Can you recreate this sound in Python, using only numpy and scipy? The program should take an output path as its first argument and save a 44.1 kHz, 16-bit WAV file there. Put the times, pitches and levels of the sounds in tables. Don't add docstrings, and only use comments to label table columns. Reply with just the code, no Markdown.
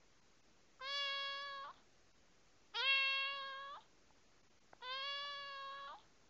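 import sys
import numpy as np
from scipy import signal
from scipy.fft import rfft, irfft
from scipy.io import wavfile
from scipy.ndimage import uniform_filter1d

SR = 44100
rng = np.random.default_rng(int(sys.argv[2]) if len(sys.argv) > 2 else 0)


def invert_db(level):
    return 10 ** (np.asarray(level, dtype=float) / 20)


def master(y):
    cut = np.clip(np.atleast_2d(y).T, -1, 1)
    pcm = np.round(cut * 32767)
    wavfile.write(sys.argv[1], SR, pcm.astype(np.int16))


N = 277389
STEP = 32

# (frequency [Hz], level [dB])
NOISE_COLOUR = [(18, -31.5), (30, -0.5), (64, -3), (382, -3), (941, -9.5), (1060, -8.5), (2430, -11.5),
                (3430, -14.5), (6720, -13), (7540, -22), (9800, -49), (16600, -120)]
# (frequency [Hz], level [dB rms])
LOW_HUM = [(42, -87.5)]
HISS_DB = -72


def hiss():
    hz, level_db = np.transpose(NOISE_COLOUR)
    bins_hz = np.arange(N // 2 + 1) * SR / N
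    colour = invert_db(np.interp(np.log(bins_hz + 1), np.log(hz), level_db))
    noise = irfft(colour * rfft(rng.standard_normal(N)), N)
    t = np.arange(N) / SR
    hum = sum(invert_db(db + 3.5) * np.sin(2 * np.pi * hz * t) for hz, db in LOW_HUM)
    return invert_db(HISS_DB) * noise / noise.std() + hum


# (time [s], peak level [dB], frequency [Hz], decay by 60 dB [s])
CLICKS = [(.796, -54.5, 1310, .035), (1.7405, -51, 3600, .0052), (2.739, -55, 1295, .02),
          (4.106, -55.5, 864, .018), (4.731, -49.5, 1500, .013), (4.7313, -55, 2210, .0067),
          (4.7335, -37.5, 750, .0067), (4.808, -56.5, 984, .02), (4.817, -56, 3400, .02),
          (5.249, -52, 880, .022), (5.955, -54, 3800, .0071), (5.986, -48.5, 3600, .0065)]


def smacks():
    out, t = np.zeros(N), np.arange(2000) / SR
    onset = 1 - np.exp(-t / 0.00024)
    for s, peak_db, hz, t60 in CLICKS:
        at = round(s * SR)
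        out[at:at + len(t)] += invert_db(peak_db - 60 * t / t60) * np.sin(2 * np.pi * hz * t) * onset
    return out


def drift(rate, size):
    r = np.exp(-2 * np.pi * rate * STEP / SR)
    chance = rng.standard_normal((size, N // STEP + 1001))
    slow = signal.lfilter([1], [1, -2 * r, r * r], chance)[:, 1000:]
    return slow / slow.std(axis=1, keepdims=True)


def in_steps(rows):
    s, *columns = np.transpose(rows)
    return [np.interp(np.arange(N // STEP + 1) * STEP / SR, s, c) for c in columns]


def in_samples(steps):
    return np.interp(np.arange(N) / STEP, np.arange(len(steps)), steps)


# (start time [s], attack [s], mouth ring level [dB], jaw slack [0-1])
STARTS = [
    (.797, 0.016, -1.5, 0.18),
    (2.734, 0.015, 8, 0.24),
    (4.812, 0.012, 0.5, 0.02),
]
# (time [s], pitch [Hz])
HELD_PITCH = [
    [(.812, 520), (.83, 517.3), (.888, 553.7), (.964, 567.5), (1.1, 555.1), (1.342, 555.3), (1.455, 566),
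     (1.602, 546.4), (1.64, 546.6)],
    [(2.754, 413.2), (2.77, 461.5), (2.808, 473.5), (2.822, 511.3), (2.875, 542), (3.254, 545.1),
     (3.335, 557.7), (3.524, 534.4), (3.72, 565.4)],
    [(4.835, 473.7), (4.847, 507.6), (4.881, 504), (4.977, 542.4), (5.065, 561.8), (5.315, 572.8),
     (5.557, 549.5), (5.7, 546.3), (5.87, 556)],
]
# (time [s], level [dB], mouth opening [0-1], throat [Hz], mouth [Hz])
HELD_1 = [(0.82, -50.5, .1, 1039, 3470), (0.859, -49, .7, 1030, 3480), (.93, -47.5, 1, 1530, 3410),
          (1.02, -46, 1.09, 1520, 3310), (1.16, -47, 0.98, 1307, 3430), (1.27, -47.5, 0.97, 1273, 3370),
          (1.421, -49, 0.58, 1427, 3310), (1.57, -49.5, 0.16, 1239, 3140), (1.645, -50.5, .05, 1230, 3250)]
HELD_2 = [(2.762, -48.5, 0.65, 1230, 3350), (2.806, -42.5, 0.42, 1433, 3530),
          (2.822, -44.5, 0.46, 1220, 3340), (2.9, -46.5, 1.235, 1039, 2848),
          (3.01, -48.5, 1.08, 900.5, 2830), (3.251, -48.5, 0.8, 882, 2950),
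          (3.341, -48.5, 0.37, 940.7, 3030), (3.449, -49, 0.026, 1363, 3350),
          (3.755, -52, -0.33, 1240, 3500)]
HELD_3 = [(4.838, -53, 0.58, 980, 3500), (4.918, -47.5, 0.81, 1000, 3524), (4.99, -49.5, 0.86, 1070, 3188),
          (5.091, -49, 0.97, 1230, 3135), (5.331, -51, 0.75, 1360, 3225), (5.45, -52, 0.58, 1400, 3037),
          (5.689, -50, 0.11, 1220, 3150), (5.781, -51.5, 0.085, 1330, 3103), (5.879, -51, 0.13, 1270, 3250)]
HELD = (HELD_1, HELD_2, HELD_3)
# (pitch jump [Hz], creep [Hz/s], slide middle [s], slide duration [s], top pitch [Hz])
TIGHTENING = [
    (27.75, 100, 1.69, .013, 715),
    (39.6, 2800, 3.77, .009, 885),
    (5, 1300, 5.941, .005, 810),
]
# (stop time [s], level [dB], throat [Hz], wait for puff [s], puff level [dB])
ENDINGS = [
    (1.71, -51.5, 1025, .06, -72),
    (3.792, -61, 945, .013, -65.5),
    (5.988, -65.5, 871, 0.012, -66.5),
]
# (time [s], air share [dB], pull [Hz])
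LEAKS = [(.875, -20, 2), (.94, -22, 0), (.99, -23, 0), (1.088, -20, -3), (1.385, -20, 0), (1.49, -21, -3),
         (2.763, -13, 0), (2.812, -13, 0), (2.91, -27, 3), (2.968, -19, 0), (3.05, -23, -3),
         (3.285, -20, 3), (3.42, -24, -6), (3.48, -24, 7), (3.57, -16, 0), (3.69, -10, 0), (3.745, -11, 30),
         (4.875, -21, 0), (4.94, -20, 0), (5.013, -23, -14), (5.13, -24, -3), (5.19, -19, -5),
         (5.35, -20, -7), (5.49, -17, 4), (5.69, -18, 0), (5.73, -8, 0), (5.79, -7, 6), (5.845, -10, 0)]
CHEST_HZ = 520
ONSET_SHARP, ONSET_SHARP_S = .15, 0.0077
CLEAR_AIR_DB, SHUT_AIR_DB = -28, 8.5
ONSET_AIR_DB, ONSET_AIR_DB_PER_S = -3, -520
CATCH_DB_PER_S, PULL_S = 300, 0.022
HALF_UNDER_AIR_DB = -17
BREAK_AIR_DB, PUFF_AIR_DB = -5, 8
BREAK_HALF_DB, TIGHT_HALF_DB, TIGHT_HZ = 1, -12, 760
TOP_RISE_HZ_PER_S = 1300


def folds():
    t = np.arange(N // STEP + 1) * STEP / SR
    pitch, half_db, air_db = np.zeros((3, len(t)))
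    caught_db = np.max([db - CATCH_DB_PER_S * abs(t - s) for s, db, _ in LEAKS], axis=0)
    pull = sum(hz * np.exp(-((t - s) / PULL_S) ** 2) for s, _, hz in LEAKS)
    for call, curve, held, slide_row, ending in zip(STARTS, HELD_PITCH, HELD, TIGHTENING, ENDINGS):
        start, end, break_s = call[0], ending[0], held[-1][0]
        jump, creep, middle, slide, top_hz = slide_row
        since, now = np.maximum(t - start, 0), t > start - .7
        clear_db = CLEAR_AIR_DB + SHUT_AIR_DB * (1 - in_steps(held)[1])
        onset_db = ONSET_AIR_DB + ONSET_AIR_DB_PER_S * since
        leak_db = np.max([clear_db, caught_db, onset_db], axis=0)
        broken = np.clip((t - break_s) / .012 + 1, 0, 1)
        stopped = np.clip((t - end) / .01, 0, 1)
        hz = in_steps(curve)[0] * (1 + ONSET_SHARP * np.exp(-(since / ONSET_SHARP_S) ** 2))
        hz = hz + pull + jump * broken + creep * np.clip(t - break_s, 0, .1)
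        tight = (1 + np.tanh((t - middle) / slide)) / 2
        tight_hz = top_hz + TOP_RISE_HZ_PER_S * np.clip(t - middle, 0, .1)
        hz = hz + (tight_hz - hz) * tight
        doubled_db = np.interp(hz, [TIGHT_HZ - 40, TIGHT_HZ + 40], [BREAK_HALF_DB, TIGHT_HALF_DB])
        held_half_db = np.minimum(leak_db + HALF_UNDER_AIR_DB, -24)
        call_half_db = held_half_db + broken * (doubled_db - held_half_db)
        call_air_db = leak_db + broken * (BREAK_AIR_DB - leak_db) + stopped * (PUFF_AIR_DB - BREAK_AIR_DB)
        pitch[now], half_db[now], air_db[now] = hz[now], call_half_db[now], call_air_db[now]
    pitch[pitch == 0] = CHEST_HZ
    return pitch, half_db, air_db


# (time [s], lip spread [0-1], lip resonance [Hz], tongue drop [0-1])
LIPS_TONGUE = [
    [(.822, 0.22, 4510, .55), (.88, 0.77, 4600, .55), (.975, 1.01, 4520, 0.5), (1.03, 0.65, 4590, .45),
     (1.42, 0.57, 4600, 0.49), (1.57, 0.45, 4060, .45), (1.64, 0.08, 4250, .35)],
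    [(2.76, 1.01, 4530, .38), (2.78, 0.62, 4730, 0.3), (2.808, 0.8, 4390, 0.1), (2.83, .4, 4550, 0.63),
     (2.93, 0.93, 4180, 0.53), (3.1, 0.99, 4150, 0.52), (3.27, 0.48, 4450, 0.59), (3.47, 0.35, 4440, 0.48),
     (3.62, -.6, 4520, 0.63)],
    [(4.845, .3, 4600, 0.5), (4.89, 0.09, 4490, 0.6), (4.93, 0.54, 4650, 0.6), (5.08, 0.79, 4560, 0.49),
     (5.33, 0.63, 4510, 0.3), (5.48, 0.56, 4380, .5), (5.7, 0.33, 4020, 0.5), (5.87, 0.25, 4040, 0.4)],
]
# chest, mouth, lips [dB]
BREAK_UNDER_DB = [-10, -16, -28.5]
# chest, mouth, lips [dB]
STOP_UNDER_DB = [-30, -24, -18]
BREAK_HOLDS, BREAK_SAG_DB = 0.6, -3.5
ATTACK_DB, ATTACK_BRIGHT_DB = -30, -9
CHEST_DB, CHEST_SAG_DB = -8.5, -5
MOUTH_SHUT_DB, MOUTH_OPENS_DB, LIPS_SHUT_DB, LIPS_OPENS_DB = -15, 17, -20, 20
JAW_SHUT, JAW_OPENS, JAW_EARLY = 0.018, 0.59, 0.38
CUT_S, CUT_DB, CUT_HZ = .009, [-83.5, -68.5, -91, -85], [3400, 4200]
PUFF_S, PUFF_DB, PUFF_HZ = .064, [-83, -72.5, -83], [3500, 4270]
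PUFF_END_DB, PUFF_END_HZ = [-94, -77, -89, -94], [1135, 3335, 4210]
TONGUE_REST = .55


def call_rows(call, held, lips, stop):
    start, attack, mouth_ring_db, slack = call
    end, end_db, end_hz, wait, puff_db = stop
    s, *held = np.transpose(held)
    lip_s, spread, lip_hz, tongue = np.transpose(lips)
    moments = np.union1d(s, np.clip(lip_s, s[0], s[-1]))
    held = np.transpose([moments, *[np.interp(moments, s, column) for column in held]])
    attack_end = min(start + attack, held[0, 0] - .001)
    held = np.vstack([[start, *held[0, 1:]], [attack_end, *held[0, 1:]], held])

    s, level_db, opening, throat, mouth = held.T
    level_db = level_db + ATTACK_DB * (s == start)
    upper_db = level_db + ATTACK_BRIGHT_DB * (s < held[2, 0])
    spent = (s - start) / (s[-1] - start)
    chest_db = level_db + CHEST_DB + CHEST_SAG_DB * spent
    mouth_db = upper_db + mouth_ring_db + MOUTH_SHUT_DB + MOUTH_OPENS_DB * opening
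    lips_db = upper_db + LIPS_SHUT_DB + LIPS_OPENS_DB * np.interp(s, lip_s, spread)
    jaw = slack + JAW_SHUT + JAW_OPENS * opening + JAW_EARLY * (1 - spent)
    rows = np.transpose([s, chest_db, level_db, throat, mouth_db, mouth,
                         lips_db, np.interp(s, lip_s, lip_hz), jaw])

    holds_db = level_db[-1] + BREAK_SAG_DB
    hold_s = s[-1] + BREAK_HOLDS * (end - s[-1])
    hold_hz = throat[-1] + BREAK_HOLDS * (end_hz - throat[-1])
    chest, mid, lip = holds_db + np.array(BREAK_UNDER_DB)
    chest_end, mid_end, lip_end = end_db + np.array(STOP_UNDER_DB)
    puff_s = end + max(wait, CUT_S + .001)
    tail = [(hold_s, chest, holds_db, hold_hz, mid, CUT_HZ[0], lip, CUT_HZ[1], JAW_SHUT),
            (end, chest_end, end_db, end_hz, mid_end, CUT_HZ[0], lip_end, CUT_HZ[1], JAW_SHUT),
            (end + CUT_S, *CUT_DB[:2], end_hz, CUT_DB[2], CUT_HZ[0], CUT_DB[3], CUT_HZ[1], .5),
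            (puff_s, *PUFF_DB[:2], end_hz, puff_db, PUFF_HZ[0], PUFF_DB[2], PUFF_HZ[1], .5),
            (end + wait + PUFF_S, *PUFF_END_DB[:2], PUFF_END_HZ[0], PUFF_END_DB[2], PUFF_END_HZ[1],
             PUFF_END_DB[3], PUFF_END_HZ[2], .5)]
    rows = np.vstack([rows, tail])
    rest_s = max(s[-1], lip_s[-1]) + .02
    return np.column_stack([rows, np.interp(rows[:, 0], [*lip_s, rest_s], [*tongue, TONGUE_REST])])


WIDTHS_HZ = [260, 380, 380, 450]


def tract():
    calls = [call_rows(*parts) for parts in zip(STARTS, HELD, LIPS_TONGUE, ENDINGS)]
    chest_db, throat_db, throat, mouth_db, mouth, lips_db, lips, jaw, tongue = in_steps(np.vstack(calls))
    calling = 0
    for rows in calls:
        first, last = rows[0][0], rows[-1][0]
        calling = calling + in_steps([(first - .004, 0), (first, 1), (last, 1), (last + .02, 0)])[0]
    gains = calling * invert_db(np.array([chest_db, throat_db, mouth_db, lips_db]))
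    centres = np.array([CHEST_HZ + 0 * jaw, throat, mouth, lips])
    fixed = 0 * jaw + .5
    spread = np.exp(2 * (np.clip([fixed, jaw, tongue, fixed], -.2, 1.2) - .5))
    return gains, centres, np.array(WIDTHS_HZ)[:, None] * spread


def breath(gains, centres, gate):
    out = 0
    for gain, centre, width_hz in zip(gains, centres, WIDTHS_HZ):
        low_pass = signal.butter(2, 1.1 * width_hz, fs=SR, output="sos")
        band = signal.sosfilt(low_pass, gate * rng.standard_normal((2, N)))
        turn = np.cumsum(2 * np.pi * in_samples(centre) / SR)
        ringing = band[0] * np.cos(turn) + band[1] * np.sin(turn)
        out = out + in_samples(gain) * ringing / band.std()
    return out


# chest, throat, mouth, lips [dB]
AIR_TILT = [-22, -8, 0, 0]
CATCH_SHIMMER_DB, CATCH_JITTER = 2.2, 1.5


def voice(shimmer_db, flutter_db, jitter, skew):
    gains, centres, widths = tract()
    pitch, half_db, air_db = folds()
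    unrest = np.clip((air_db + 32) / 14, 0, 1.5)
    pitch = pitch * (1 + jitter * (1 + CATCH_JITTER * unrest) * drift(83, size=1)[0])
    air = np.clip(invert_db(air_db + np.array(AIR_TILT)[:, None]), 0, 1)

    order = np.arange(1, 29)[:, None]
    partial_hz = order * pitch / 2
    steady_db = shimmer_db * np.sqrt(order / 8) * drift(9, size=28)
    catch_db = CATCH_SHIMMER_DB * np.minimum(unrest, 1) * np.sqrt(order / 12) * drift(40, size=28)
    source = np.where(order % 2, invert_db(half_db), 1) * invert_db(steady_db + catch_db)
    source = source / (1 + (partial_hz / 7300) ** 6)
    source = source * invert_db(flutter_db * drift(45, size=1)) * np.exp(1j * skew * order ** 2)

    chest_pass = 1 / (1 + (CHEST_HZ / partial_hz) ** 4)
    upper_pass = 1 / (1 + (720 / partial_hz) ** 8)
    partials = 0
    for k, (gain, centre, width) in enumerate(zip(gains, centres, widths)):
        resonance = 1 / (1 + 1j * (partial_hz - centre) / width) ** 2
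        shape = source * (upper_pass if k else chest_pass) * resonance
        rms = np.sqrt(np.sum(abs(shape) ** 2, axis=0) / 2)
        partials = partials - (-1) ** k * gain * np.sqrt(1 - air[k] ** 2) * shape / rms

    phase = np.cumsum(np.pi * in_samples(pitch) / SR)
    tone = 0
    for n, p in zip(order[:, 0], partials):
        tone = tone + in_samples(p.real) * np.cos(n * phase) - in_samples(p.imag) * np.sin(n * phase)
    return tone + breath(gains * air, centres, 1 + .9 * np.cos(2 * phase))


def room(x):
    t60_s, level_db = .3, -28
    t = np.arange(SR // 3) / SR
    dull = signal.lfilter([1], [1, -.6], rng.standard_normal(len(t)))
    tail = dull * invert_db(-60 * t / t60_s) * (t > .004)
    return invert_db(level_db) * signal.fftconvolve(x, tail / np.sqrt(np.sum(tail ** 2)))[:N]


def scene():
    kitten = voice(shimmer_db=1.0, flutter_db=.61, jitter=.002, skew=0.048) + smacks()
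    return (kitten + room(kitten) + hiss())[None]


# (time [s], threshold rise [dB])
DROPOUTS = [(.21, 15), (.42, 15), (1.0, 19), (1.4, 13), (1.447, 22), (2.13, 16), (3.405, 14), (4.42, 17),
            (4.49, 15), (4.6, 17), (5.005, 14)]
# (frequency [Hz], level per bin [dB])
QUIET_THRESHOLD = [(60, -114), (150, -106), (400, -100), (900, -102), (2400, -109), (5500, -113),
                   (6500, -111)]


def starve(x, near_db, far_share, patchy_db):
    hz, s, lines = signal.stft(x, SR, window="cosine", nperseg=1024)
    power = abs(lines) ** 2 + 1e-16
    near = 10 * np.log10(uniform_filter1d(power, size=25, axis=0)) + near_db
    total = signal.lfilter([.3], [1, -.7], 10 * np.log10(power[3:].sum(axis=0)) + 60)
    far = np.interp(hz, *np.transpose(QUIET_THRESHOLD))[:, None] + far_share * np.maximum(total, 0)
    patches = uniform_filter1d(rng.standard_normal((65, len(s))), size=4, axis=1)
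    patches = np.repeat(patches, 8, axis=0)[:len(hz)]
    rise = sum(rise_db * np.exp(-((s - at) / .008) ** 2) for at, rise_db in DROPOUTS)
    threshold = 10 * np.log10(invert_db(2 * near) + invert_db(2 * far)) + 2 * patchy_db * patches + rise
    level = 10 * np.log10(uniform_filter1d(power, size=3, axis=0))
    keep = 1 / (1 + invert_db(4 * (threshold - level)))
    return signal.istft(lines * keep, SR, window="cosine", nperseg=1024)[1][:N]


def top_cut(x):
    return signal.sosfilt(signal.butter(12, 7690, fs=SR, output="sos"), x)


def record(dry):
    thinned = starve(dry[0], near_db=-36, far_share=.7, patchy_db=2.5)[None]
    return top_cut(thinned - .0003)


dry = scene()
out = record(dry)
master(out)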